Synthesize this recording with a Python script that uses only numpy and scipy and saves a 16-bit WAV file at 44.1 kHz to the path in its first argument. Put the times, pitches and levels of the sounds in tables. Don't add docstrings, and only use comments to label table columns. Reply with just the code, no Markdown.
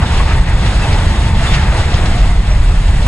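import sys
import numpy as np
from scipy import signal
from scipy.io import wavfile
from scipy.ndimage import uniform_filter1d

SR = 44100
rng = np.random.default_rng(int(sys.argv[2]) if len(sys.argv) > 2 else 0)


def ratio_of_db(decibels):
    return 10 ** (np.asarray(decibels, float) / 20)


def pcm_store(signal):
    levels = np.round(np.clip(np.atleast_2d(signal), -1, 1) * 32767)
    wavfile.write(sys.argv[1], SR, levels.astype(np.int16).T)


N = 135387
LEAD_S = 7e-5


def evened(x):
    return x / np.sqrt(np.mean(x ** 2) + 1e-20)


def read(points, hz):
    f, value = np.transpose(points)
    return np.interp(np.log(hz + 1), np.log(f + 1), value)


def level(table, index):
    rows = np.array(table)
    return ratio_of_db(np.interp(np.arange(N) / SR, rows[:, 0], rows[:, index]))


def placed(x):
    return np.array([x, np.roll(x, round(LEAD_S * SR))])


def hum(hz, width_hz):
    r = np.exp(-np.pi * width_hz / SR)
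    slow = [1, 1j] @ rng.standard_normal((2, N))
    for _ in range(2):
        slow = signal.lfilter([1], [1, -r], slow)
    slow = slow / (abs(slow) + 1e-9) ** 0.5
    carrier = np.exp(2j * np.pi * np.cumsum(hz * np.ones(N)) / SR)
    return evened((slow * carrier).real)


# f/Hz, likeness (1 = the same)
LIKENESS = [(60, 1), (400, .97), (1000, 0.87), (2000, 0.75), (4000, 0.29), (6200, 0.43), (6400, 1),
            (11000, 0.67)]
# f/Hz, level/dB
LEFT_LEAN = [(60, -0.5), (140, -0.5), (340, 0), (810, -0.5), (1940, 1), (4640, 0.0), (11100, -8)]


def noise(spectrum, lo_hz, hi_hz, patchy_db, flicker_db, size, span):
    hop = size // 4
    frames = N // hop + 5
    hz = np.fft.rfftfreq(size, 1 / SR)[:, None]
    a, b, c, d, patches = rng.standard_normal((frames, len(hz), 5)).T
    for axis in (0, 1):
        patches = uniform_filter1d(patches, size=span, axis=axis)
    patches = evened(patches)
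    flicker = evened(uniform_filter1d(rng.standard_normal(frames), size=3))

    same = np.clip(read(LIKENESS, hz), -1, 1)
    left = a + 1j * b
    right = same * left + np.sqrt(1 - same ** 2) * (c + 1j * d)
    lag = np.exp(-2j * np.pi * hz * LEAD_S * (hz < 6215))
    lean = ratio_of_db(read(LEFT_LEAN, hz) / 2)
    z = np.array([left * lean, lag / lean * right])

    edges = ((1 + (lo_hz / (hz + 1)) ** 16) * (1 + (hz / hi_hz) ** 16)) ** -0.5
    z *= edges * ratio_of_db(read(spectrum, hz) + patchy_db * patches + flicker_db * flicker)
    x = signal.istft(z, nperseg=size, noverlap=size - hop)[1][:, :N]
    return x / np.std(x.mean(0))


# t/s, deep level/dB, upper level/dB
RUMBLE_LEVELS = [(0.12, -22, -13), (0.17, -12, -15.5), (0.87, -16, -15), (0.89, -14, -12.5),
                 (1.71, -13.5, -13.5), (1.73, -18, -15.5), (2.02, -11.5, -14), (2.4, -11, -16.5),
                 (2.83, -9.5, -17), (2.88, -9.5, -15.5)]
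# f/Hz, level/dB (per Hz)
RUMBLE_SPECTRUM = [(12, -34), (20, 3), (43, 1.5), (80, -5), (120, -10), (245, -22.5), (400, -7.5),
                   (520, -59), (880, -120)]


def rumble():
    split_hz = 66.8
    deep = noise(RUMBLE_SPECTRUM, 21.2, split_hz, patchy_db=-0.5, flicker_db=-0.1, size=4096, span=3)
    upper = noise(RUMBLE_SPECTRUM, split_hz, 230.7, patchy_db=1.4, flicker_db=0.0, size=4096, span=3)
    share, half_window_s = 0.45, 0.11
    window = np.hanning(round(2 * half_window_s * SR))
    window = window / window.sum()

    def levelled(x):
        power = signal.oaconvolve(x.mean(0) ** 2, window, "same")
        return x / (power + 0.024) ** (share / 2)

    deep = level(RUMBLE_LEVELS, index=1) * levelled(deep)
    upper = ratio_of_db(-0.16) * level(RUMBLE_LEVELS, index=2) * levelled(upper)
    return deep + upper


# centre t/s, f/Hz, peak level/dB
LOW_THUMPS = [(.03, 44, -6.5), (0.214, 48, -2), (.345, 69.5, -3), (.415, 47.3, -2), (.545, 45.7, -4),
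              (0.609, 65, -5.5), (.685, 44.5, -7.5), (.77, 49, -4.5), (1.07, 75.7, -0.5), (1.265, 45, -4.5),
              (1.331, 65, -3.5), (1.53, 44.5, -7), (1.693, 49.6, -1), (1.801, 89, -4), (1.95, 85, -1),
              (2.065, 50, -7), (2.222, 38.4, 3.5), (2.335, 44.7, -4.5), (2.481, 40.2, -2.5),
              (2.56, 41.6, -11), (2.606, 45, -1), (2.7, 39.5, -1.5), (2.9, 68, -0.5), (3.04, 35, -3.5)]


def thumps():
    t, total = np.arange(N) / SR, np.zeros(N)
    for centre, hz, db in LOW_THUMPS:
        swell = np.exp(-(2 * (t - centre) * hz / 1.3) ** 2)
        push_or_pull = np.sign(rng.random() - 0.5)
        total += push_or_pull * ratio_of_db(db) * swell * np.cos(2 * np.pi * hz * (t - centre))
    return total


# t/s, rail hum level/dB, wheel roar level/dB, upper roar level/dB, hiss level/dB
ROLLING_LEVELS = [(0.0, -30, -29.5, -35, -41), (0.02, -22, -26.5, -32.5, -41),
                  (0.05, -27, -29.5, -33.5, -41.5), (0.18, -22.5, -26.5, -27.5, -39),
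                  (0.2, -24.5, -25, -31, -37), (0.25, -27, -30, -33.5, -44), (0.32, -24, -24, -30.5, -39),
                  (.37, -25.5, -28, -33.5, -40.5), (0.45, -31, -33.5, -37.5, -45),
                  (0.48, -28, -27.5, -33, -42.5), (0.57, -27.5, -30.5, -34.5, -42.5),
                  (0.66, -24.5, -26, -30, -37.5), (0.81, -28.5, -29, -33, -40.5),
                  (0.82, -24, -26, -31, -38.5), (1.29, -26.5, -29.5, -32, -39),
                  (1.33, -30, -33, -35.5, -44.5), (1.45, -25, -24, -29, -36), (1.52, -22, -26, -29, -37),
                  (1.55, -27, -21, -22.5, -36), (1.57, -26.5, -25, -31, -39.5),
                  (1.72, -25.5, -27.5, -33, -42), (1.79, -22.5, -26, -29, -36.5),
                  (1.83, -26, -27.5, -31, -40.5), (2.3, -27.5, -30, -34, -40),
                  (2.35, -30, -32.5, -37.5, -44), (3.06, -29.5, -32.5, -35.5, -41),
                  (3.07, -16, -21, -30, -34)]
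# lowest f/Hz, highest f/Hz
ROLLING_BANDS = [(200, 1200), (1200, 2500), (2500, 6300), (6300, 13000)]
# f/Hz, level/dB (per Hz)
ROLLING_SPECTRUM = [(150, -65), (250, -0.5), (490, -3.5), (887, -2), (1010, -4.5), (1160, -5.5), (1320, -9),
                    (1980, -8.5), (2400, -11.5), (2640, -10.5), (3050, -12), (3630, -12), (5970, -21.5),
                    (6570, -21.5), (7970, -20), (11000, -32), (11500, -46.5), (15000, -69), (22000, -120)]


def rolling():
    total = np.zeros((2, N))
    for k, (lo_hz, hi_hz) in enumerate(ROLLING_BANDS):
        band = noise(ROLLING_SPECTRUM, lo_hz, hi_hz, patchy_db=1.0, flicker_db=0.87, size=1024, span=9)
        total += level(ROLLING_LEVELS, index=k + 1) * band
    return ratio_of_db(0.29) * total


# f/Hz, width f/Hz (of each smoothing filter), level/dB
STEEL_MODES = [(717, 150, -41), (900, 110, -42), (1954, 90, -43), (2680, 180, -45), (3540, 90, -47)]


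def shaken_steel():
    roar = level(ROLLING_LEVELS, index=2)
    modes = sum(ratio_of_db(db) * hum(hz, width_hz) for hz, width_hz, db in STEEL_MODES)
    return roar / np.mean(roar) * modes


# start t/s, length t/s, from f/Hz, to f/Hz, width f/Hz (of each smoothing filter), level/dB at the top
HUM_SLIDES = [(0.018, 0.41, 930, 860, 170, -31.5), (0.83, 0.2, 880, 900, 320, -28),
              (1.12, .5, 918, 869.5, 90, -33), (1.741, 0.1335, 919, 753, 160, -29),
              (1.822, .54, 733.5, 691.7, 100, -31)]


def slides():
    t, total = np.arange(N) / SR, np.zeros(N)
    for start, length, from_hz, to_hz, width_hz, db in HUM_SLIDES:
        u = np.clip((t - start) / length, 0, 1)
        swell = abs(np.sin(np.pi * u ** 0.78)) ** 0.35 * (u < 1)
        total += ratio_of_db(db) * swell * hum(from_hz + (to_hz - from_hz) * u, width_hz)
    return total


# t/s of the strongest moment, level/dB before the fade that runs during the rise
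WHEEL_KNOCKS = [(0.1694, -29), (0.3, -29), (0.664, -22.5), (0.8394, -31), (0.93, -21), (1.463, -31),
                (1.543, -18.5), (1.7894, -28), (1.942, -18.5), (2.059, -20.5), (2.1794, -27),
                (2.4694, -28.5), (2.6894, -32), (2.8794, -28), (3.0294, -27)]


def knocks():
    rise_s, t60_s = 0.005, 0.1
    tilt_db = 3.5
    t, shape = np.arange(N) / SR, np.zeros(N)
    for peak, db in WHEEL_KNOCKS:
        u = np.maximum(t - peak + rise_s, 0)
        shape += ratio_of_db(db - 60 * u / t60_s) * np.minimum(u / rise_s, 1)
    bright = [(hz, db + tilt_db * np.log2(hz / 1000)) for hz, db in ROLLING_SPECTRUM]
    return shape * noise(bright, 1200, 6000, patchy_db=1.5, flicker_db=1.0, size=512, span=9)


# start t/s, length t/s, f/Hz, rms level/dB at the top of the swell
STEEL_RINGS = [(0.198, 0.021, 1096, -18.5), (0.278, 0.027, 1200, -29), (.3, 0.045, 1300, -29.5),
               (0.636, 0.048, 1900, -30), (0.812, 0.06, 2650, -30.5), (1.4, 0.036, 2400, -32),
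               (1.462, 0.082, 3540, -28), (0.95, 0.039, 840, -25), (1.1, .045, 890, -31),
               (2.5, 0.077, 610, -30.5), (2.1, 0.16, 720, -37), (1.4, 0.063, 680, -30),
               (1.6, 0.065, 870, -29), (2.5, 0.05, 5800, -37), (2.305, 0.023, 1200, -36),
               (1.425, 0.046, 2720, -28.5)]


def rings():
    waver_hz = 3.6
    t, total = np.arange(N) / SR, np.zeros(N)
    for start, length, hz, db in STEEL_RINGS:
        wander = evened(uniform_filter1d(rng.standard_normal(N), size=900))
        turns = hz * t + np.cumsum(waver_hz * wander) / SR + rng.random()
        swell = np.sin(np.pi * np.clip((t - start) / length, 0, 1) ** 0.5)
        total += ratio_of_db(db) * np.sqrt(2) * swell * np.sin(2 * np.pi * turns)
    return total


def scene():
    single_sources = thumps() + shaken_steel() + slides() + rings()
    return rumble() + rolling() + knocks() + placed(single_sources)


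def low_pass(x):
    return signal.sosfilt(signal.butter(12, 12600, fs=SR, output="sos"), x)


def record(dry):
    knee_db, share = -5.5, 0.22
    release_db_per_s = 85
    power_db = 10 * np.log10(abs(uniform_filter1d((dry ** 2).mean(0), size=500)) + 1e-12)
    fall = np.arange(N) * release_db_per_s / SR
    held_db = np.maximum.accumulate(power_db + fall) - fall
    over_db = np.maximum(held_db - knee_db, 0)
    eased = dry / ratio_of_db(share * uniform_filter1d(over_db, size=400))
    return low_pass(np.clip(eased, -1, 1))


dry = scene()
out = record(dry)
pcm_store(out)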